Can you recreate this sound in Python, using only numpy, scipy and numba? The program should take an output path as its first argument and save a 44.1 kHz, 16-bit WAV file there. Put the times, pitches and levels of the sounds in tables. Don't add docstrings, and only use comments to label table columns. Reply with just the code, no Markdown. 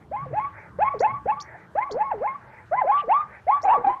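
import sys
import numpy as np
from scipy import signal
from scipy.fft import rfft, irfft
from scipy.io import wavfile
from scipy.ndimage import uniform_filter1d
from numba import njit

SR = 44100
rng = np.random.default_rng(int(sys.argv[2]) if len(sys.argv) > 2 else 0)


def persist_wave(psi):
    counts = np.round(np.clip(psi, -1, 1) * 32767).astype(np.int16)
    wavfile.write(sys.argv[1], SR, np.atleast_2d(counts).T)


def volts_from_decibels(level):
    exponent = np.asarray(level, float) / 20
    return 10 ** exponent


N = 176400


def curve(rows, col, t):
    rows = np.array(rows, float)
    return np.interp(t, rows[:, 0], rows[:, col])


def walk(rate_hz, size=N):
    hold = max(int(SR / rate_hz), 1)
    steps = np.repeat(rng.standard_normal(size // hold + 1), hold)
    slewed = uniform_filter1d(uniform_filter1d(steps, hold), hold)
    return 1.46 * slewed[:size]


def band(x, centre_hz, width_hz):
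    return signal.lfilter(*signal.iirpeak(centre_hz, centre_hz / width_hz, SR), x)


def bands(spectrum, flicker_db, rate_hz):
    hz, db = np.array(spectrum, float).T
    f = np.fft.rfftfreq(N, 1 / SR)[1:]
    colour = volts_from_decibels(np.interp(np.log(f), np.log(hz), db, -150, -150))
    whole = rfft(rng.standard_normal(N))[1:] * colour
    out = 0
    for centre_hz in hz[0] * 2 ** np.arange(0, np.log2(hz[-1] / hz[0]) + 1, 1 / 3):
        share = np.clip(1 - 3 * abs(np.log2(f / centre_hz)), 0, 1)
        out = out + irfft(np.r_[0, whole * share], N) * volts_from_decibels(flicker_db * walk(rate_hz))
    return out / np.std(out)


# t/s, length/s, level/dB
WHEEZE_TIMES = [(0, 0.058, -56), (0.489, 0.23, -45), (1.414, 0.27, -48.5), (2.388, 0.29, -47.5),
                (3.241, 0.19, -46)]
# f/Hz, level/dB per Hz
WHEEZE_COLOUR = [(210, -49.5), (350, -11.5), (633, -3), (727, -15), (875, 3), (1090, -17), (1550, -5),
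                 (2010, -2.5), (2400, -9.5), (3200, -55.5), (4160, -100)]


def wheezes():
    fade_s = 0.077
    t = np.arange(N) / SR
    swell = np.zeros(N)
    for start, length, db in WHEEZE_TIMES:
        swell += volts_from_decibels(db) * np.clip(np.minimum(t - start, start + length - t) / fade_s, 0, 1)
    return swell * bands(WHEEZE_COLOUR, flicker_db=4, rate_hz=28)


# f/Hz, level/dB per Hz
WIND_COLOUR = [(15, -58), (40, -23), (67, -4), (119, -2.5), (205, -8), (249, -17), (325, -12), (385, -26),
               (450, -18.5), (580, -72.5)]
# t/s, level/dB
GUST_LEVEL = [(0, -47), (.18, -48.5), (.4, -45.5), (.6, -52.5), (.72, -46), (1.2, -46.5), (1.45, -51.5),
              (4, -57)]


def wind():
    gust_db = curve(GUST_LEVEL, 1, np.arange(N) / SR)
    return bands(WIND_COLOUR, flicker_db=3.5, rate_hz=14) * volts_from_decibels(gust_db)


# f/Hz, level/dB per Hz
FLOCK_COLOUR = [(210, -29), (350, -10.5), (1010, -14), (1440, -11.5), (1630, -11.5), (1820, -17),
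                (3200, -37.5), (4160, -63)]


def flock():
    return bands(FLOCK_COLOUR, flicker_db=3.5, rate_hz=25) * volts_from_decibels(-56)


# f/Hz, level/dB per Hz
HISS_COLOUR = [(2000, -23), (3000, -2.5), (7500, -12), (8300, -12.5), (15500, -22), (16000, -59)]


def hiss():
    return bands(HISS_COLOUR, flicker_db=2, rate_hz=38) * volts_from_decibels(-75)


# level/dB on the scale where the fundamental is +3, before throat, mouth and fade
OVERTONE_LEVELS = [-19.5, -22.5, -36.5, -45]
# f/Hz, gain/dB
THROAT_GAIN = [(1200, -2.5), (1600, -1), (1850, -1), (2120, 8), (2350, -10), (2600, 4), (3000, -8.5),
               (3500, -10), (4200, -4), (5500, -25.5)]
# t/s, octave gain/dB, higher-overtone gain/dB
MOUTH_GAIN = [(.2, 2, -1), (.85, 4, 0), (1.81, 6, -2), (2.05, 3, -6), (2.79, 8, -6), (2.95, -4, -0.5),
              (3.75, -3, -1)]


def overtones(glide_hz, hz, t, patches, rasp):
    snap_hz, pure_db_per_s, dull_db_per_multiple = 950, 71, 3.5
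    glide_db_per_khz_s, free_khz_s = 2.5, 13
    step = np.arange(len(hz))
    last_low = np.maximum.accumulate(np.where(glide_hz < snap_hz, step, 0))
    upper_s = (step - last_low) / SR
    climb_khz_s = np.gradient(glide_hz) * SR / 1000
    fade_db = pure_db_per_s * upper_s
    fade_db += glide_db_per_khz_s * np.maximum(climb_khz_s - free_khz_s, 0)
    phase = 2 * np.pi * np.cumsum(hz) / SR
    throat_hz, throat_db = np.array(THROAT_GAIN, float).T
    out = np.zeros(len(hz))
    for k, level_db in enumerate(OVERTONE_LEVELS, 2):
        db = level_db + np.interp(np.log(k * hz), np.log(throat_hz), throat_db)
        db += 3 * patches[k - 2]
        db += curve(MOUTH_GAIN, min(k - 1, 2), t)
        dull_db = dull_db_per_multiple * (k - 2) * (upper_s > 0)
        db -= uniform_filter1d(fade_db + dull_db, size=120)
        out += volts_from_decibels(db) * np.sin(k * phase) * (1 + 0.22 * rasp)
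    return out


# f/Hz, level/dB per Hz
BREATH_COLOUR = [(200, -28.5), (500, -13), (850, 1), (2200, -4), (2700, -19.5), (6000, -50.5)]


def zebra(calls, rough):
    jitter, shimmer_db, edge_s = .011, 1.35, .005
    slack_hz, slack_rough = 560, .2
    breath_db, breath_tilt, breath_lag_s = -23.5, .31, .02
    t = np.arange(N) / SR
    out, blow = np.zeros(N), np.zeros(N)
    wobble, shimmer = walk(120), walk(90)
    rasp_filter = signal.butter(4, 350, fs=SR, output="sos")
    rasp = signal.sosfilt(rasp_filter, rng.standard_normal(N)) * 8
    patches = np.array([walk(70) for _ in OVERTONE_LEVELS])
    air = bands(BREATH_COLOUR, flicker_db=4, rate_hz=60)
    for rows in calls:
        start, end = rows[0][0], rows[-1][0]
        span = slice(int(start * SR), int(end * SR))
        now = t[span]
        glide_hz, db = curve(rows, 1, now), curve(rows, 2, now)
        hz = glide_hz * (1 + jitter * wobble[span])
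        tone = np.sqrt(2) * np.sin(2 * np.pi * np.cumsum(hz) / SR)
        tone += overtones(glide_hz, hz, now, patches[:, span], rasp[span])
        slack = uniform_filter1d(1. * (hz < slack_hz), size=300)
        tone *= 1 + (rough + slack_rough * slack) * rasp[span]
        blow[span] += volts_from_decibels(db + breath_db - breath_tilt * (db + 25))
        ramp = np.clip(np.minimum(now - start, end - now) / edge_s, 0, 1)
        edge = np.sin(np.pi / 2 * ramp) ** 2
        out[span] += tone * edge * volts_from_decibels(db + shimmer_db * shimmer[span])
    follow = 1 / (breath_lag_s * SR)
    out += air * signal.lfilter([follow], [1, follow - 1], blow)
    chest = band(out, 851, 30)
    return out + volts_from_decibels(-2.5) * chest


# t/s, f/Hz, level/dB
YAP_CALLS = [
    [(.11, 498, -46.5), (.118, 570, -29.5), (.13, 743, -34.5), (.146, 829, -27), (.158, 850, -31.5),
     (.166, 1001, -33.5), (.19, 1097, -32.5), (.235, 1141, -34), (.26, 1130, -44.5)],
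    [(.25, 896, -45.5), (.267, 508, -38), (.3, 518, -48.5), (.322, 417, -31)],
    [(.326, 459, -29), (.338, 623, -26.5), (.355, 775.4, -28.5), (.372, 856, -24), (.39, 860, -26.5),
     (.398, 1033, -31.5), (.42, 1117, -30), (.45, 1124, -27), (.48, 1146, -33), (.51, 1136, -44.5)],
    [(.786, 484, -25.5), (.795, 588.6, -27), (.81, 729, -19.5), (.826, 862, -20), (.836, 819, -19.5),
     (.844, 1017, -28.5), (.868, 1057, -19.5), (.887, 1119, -22), (.897, 1133, -37.5), (.93, 1134, -28),
     (.96, 1113, -48)],
    [(.933, 866, -39.5), (.946, 533, -28.5), (.96, 404, -32), (.985, 443, -36.5)],
    [(.997, 433, -48.5), (1.008, 469, -17.5), (1.02, 616, -24.5), (1.035, 756, -19.5), (1.05, 856, -18),
     (1.066, 861, -20), (1.074, 1045, -27.5), (1.11, 1099, -27), (1.125, 1118, -48), (1.142, 1128, -27.5),
     (1.19, 1146, -39.5)],
    [(1.254, 430, -40.5), (1.263, 488, -24), (1.277, 715, -30), (1.29, 811, -22.5), (1.305, 882, -21),
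     (1.315, 849, -26), (1.323, 1088, -25.5), (1.365, 1128, -38), (1.38, 1140, -32.5), (1.435, 1166, -46)],
    [(1.749, 479, -36.5), (1.757, 563, -24), (1.77, 707.5, -29), (1.79, 838, -17.5), (1.8, 878, -31),
     (1.808, 996, -30.5), (1.83, 1070, -25), (1.86, 1132, -40), (1.878, 1133, -31), (1.895, 1136, -42.5)],
    [(1.888, 962.4, -43.5), (1.905, 622, -36.5), (1.92, 404.3, -30.5), (1.94, 420, -33.5),
     (1.966, 521.7, -22.5), (1.995, 788.3, -26.5), (2.012, 869.6, -19.5), (2.03, 869, -24),
     (2.038, 1060, -31), (2.07, 1114, -29.5), (2.103, 1096, -35.5), (2.119, 830, -21), (2.13, 690, -28.5),
     (2.147, 441, -30.5), (2.2, 402.7, -41), (2.222, 516, -23.5), (2.25, 813, -27), (2.267, 873, -24.5),
     (2.276, 1044, -26), (2.31, 1088, -28.5), (2.342, 1106, -40.5), (2.357, 1149, -29.5), (2.38, 1123, -51)],
    [(2.71, 586, -41.5), (2.722, 611.5, -21.5), (2.74, 760.4, -18), (2.754, 850, -24.5),
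     (2.762, 973.6, -33.5), (2.79, 1044, -20.5), (2.806, 1029, -29.5), (2.82, 792, -12.5),
     (2.833, 658, -30), (2.85, 514, -22.5), (2.865, 613.5, -28), (2.878, 696, -19), (2.887, 781, -20.5),
     (2.9, 819, -13.5), (2.912, 814, -19.5), (2.918, 1065, -21), (2.94, 1117, -17.5), (2.975, 1164, -17.5),
     (3.005, 1180, -24), (3.025, 1198, -47.5)],
    [(3.015, 854, -40.5), (3.045, 452.6, -40.5), (3.068, 439.6, -43), (3.082, 500, -29), (3.094, 680, -22),
     (3.105, 762, -16.5), (3.12, 882, -18.5), (3.13, 900, -17.5), (3.137, 1079, -19.5), (3.15, 1131, -14.5),
     (3.18, 1184, -21), (3.21, 1224, -24.5), (3.245, 1210, -44)],
    [(3.466, 539, -29.5), (3.476, 652.5, -28), (3.49, 772, -16), (3.503, 859, -13), (3.51, 1022, -20),
     (3.535, 1139, -15.5), (3.565, 1143, -21.5), (3.595, 1163, -33.5), (3.62, 1133, -48)],
    [(3.662, 767, -21), (3.685, 730, -14.5), (3.698, 771.7, -15.5), (3.715, 922.4, -13.5),
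     (3.723, 907, -19), (3.73, 1087, -21.5), (3.765, 1171, -17.5), (3.79, 1190, -45.5)],
    [(3.855, 751.4, -35.5), (3.866, 772, -14.5), (3.882, 795.6, -15), (3.889, 803, -28),
     (3.896, 967, -22.5), (3.925, 1042, -30), (3.945, 1007, -25), (3.955, 1054, -43.5), (3.97, 1084, -33),
     (3.99, 1027, -55)],
]
# t/s, f/Hz, level/dB
HOARSE_CALLS = [
    [(3.63, 540.3, -38.5), (3.655, 839.3, -19), (3.667, 796.3, -24.5), (3.69, 857.3, -21.5),
     (3.73, 987, -17.5), (3.762, 659, -27.5), (3.778, 473.6, -28.5), (3.83, 483, -40.5)],
    [(3.833, 693, -44.5), (3.848, 820.3, -17.5), (3.857, 795.6, -28), (3.89, 803, -21), (3.94, 846, -46)],
    [(3.85, 241, -43), (3.865, 250, -41), (3.885, 373.4, -40), (3.925, 351, -39.5)],
]


def zebras():
    return zebra(YAP_CALLS, rough=0.07) + zebra(HOARSE_CALLS, rough=0.28)


@njit
def echoes(x, lags, gain, damp):
    line, soft, out = np.zeros((8, 8192)), np.zeros(8), np.zeros(len(x))
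    for i in range(len(x)):
        total = 0.
        for k in range(8):
            soft[k] += (1 - damp) * (gain[k] * line[k, (i - lags[k]) & 8191] - soft[k])
            total += soft[k]
        out[i] = soft[0] - soft[3] + soft[5] - soft[6]
        for k in range(8):
            line[k, i & 8191] = x[i] + soft[k] - total / 4
    return out


def shore(voices):
    t60_s = 0.35
    lags = np.array([1091, 1453, 1777, 2131, 2579, 2971, 3467, 4013])
    gain = volts_from_decibels(-60 * lags / SR / t60_s)
    sent = band(voices, 900, 980) + 1e-18
    return volts_from_decibels(-14.5) * echoes(sent, lags, gain, 0.56)


# t/s, length/s, level/dB, f/Hz
PUFF_TIMES = [(2.97, .052, -42.5, 2750), (1.54, 0.027, -38, 760), (.21, 0.15, -40.5, 132)]


def puffs():
    t, out = np.arange(N) / SR, np.zeros(N)
    for start, length, db, hz in PUFF_TIMES:
        air = rng.standard_normal(N)
        for _ in range(3):
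            air = band(air, hz, hz * .35)
        swell = np.clip(np.minimum(t - start, start + length - t) / 0.014, 0, 1)
        out += volts_from_decibels(db) * air / np.std(air) * swell
    return out


# t/s, length/s, level/dB (before the bird's trim), first low point f/Hz, flutter/0-1
TRILL_TIMES = [(.9885, .03, -33, 3900, .8), (1.397, .032, -32, 3300, .25), (1.907, .024, -31, 3200, .2),
               (3.613, .034, -39, 4200, .6)]


def bird():
    rate_hz, top_hz, climb_hz_per_s = 91, 7250, 105000
    swell_s, turn_db, octave_db = .010, 16, -29.5
    tail_s, tail_db, trim_db = .014, -11, -1
    out = np.zeros(N)
    t = np.arange(int(.12 * SR)) / SR
    for start, length, db, first_low_hz, flutter in TRILL_TIMES:
        dip = np.sin(np.pi * rate_hz * t) ** 2
        climb_hz = climb_hz_per_s * np.maximum(t - .5 / rate_hz, 0)
        low_hz = np.minimum(first_low_hz + climb_hz, top_hz)
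        phase = 2 * np.pi * np.cumsum(top_hz - (top_hz - low_hz) * dip) / SR
        note = np.sin(phase) + volts_from_decibels(octave_db) * np.sin(2 * phase)
        note *= volts_from_decibels(turn_db * dip - turn_db)
        note *= np.clip(np.minimum(t / swell_s, (length - t) / .003), 0, 1)
        note *= 1 - flutter + flutter * walk(1500, size=len(t))
        leaves = rng.standard_normal(len(t)) * np.exp(-t / tail_s)
        leaves /= np.sqrt(np.sum(leaves ** 2))
        smear = signal.fftconvolve(note, leaves)[:len(t)]
        at = int(start * SR)
        out[at:at + len(t)] += volts_from_decibels(db + trim_db) * (note + volts_from_decibels(tail_db) * smear)
    return out


def scene():
    backdrop = wheezes() + wind() + flock() + hiss()
    voices = zebras() + puffs()
    return (backdrop + voices + shore(voices) + bird())[None]


def top_cut(x):
    return signal.sosfilt(signal.butter(12, 15700, fs=SR, output="sos"), x)


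def record(dry):
    limit_db = -10.5
    envelope = uniform_filter1d(abs(signal.hilbert(dry)), size=60)
    mix = dry / (1 + (envelope / volts_from_decibels(limit_db)) ** 6) ** (1 / 6)
    return top_cut(mix)


dry = scene()
out = record(dry)
persist_wave(out)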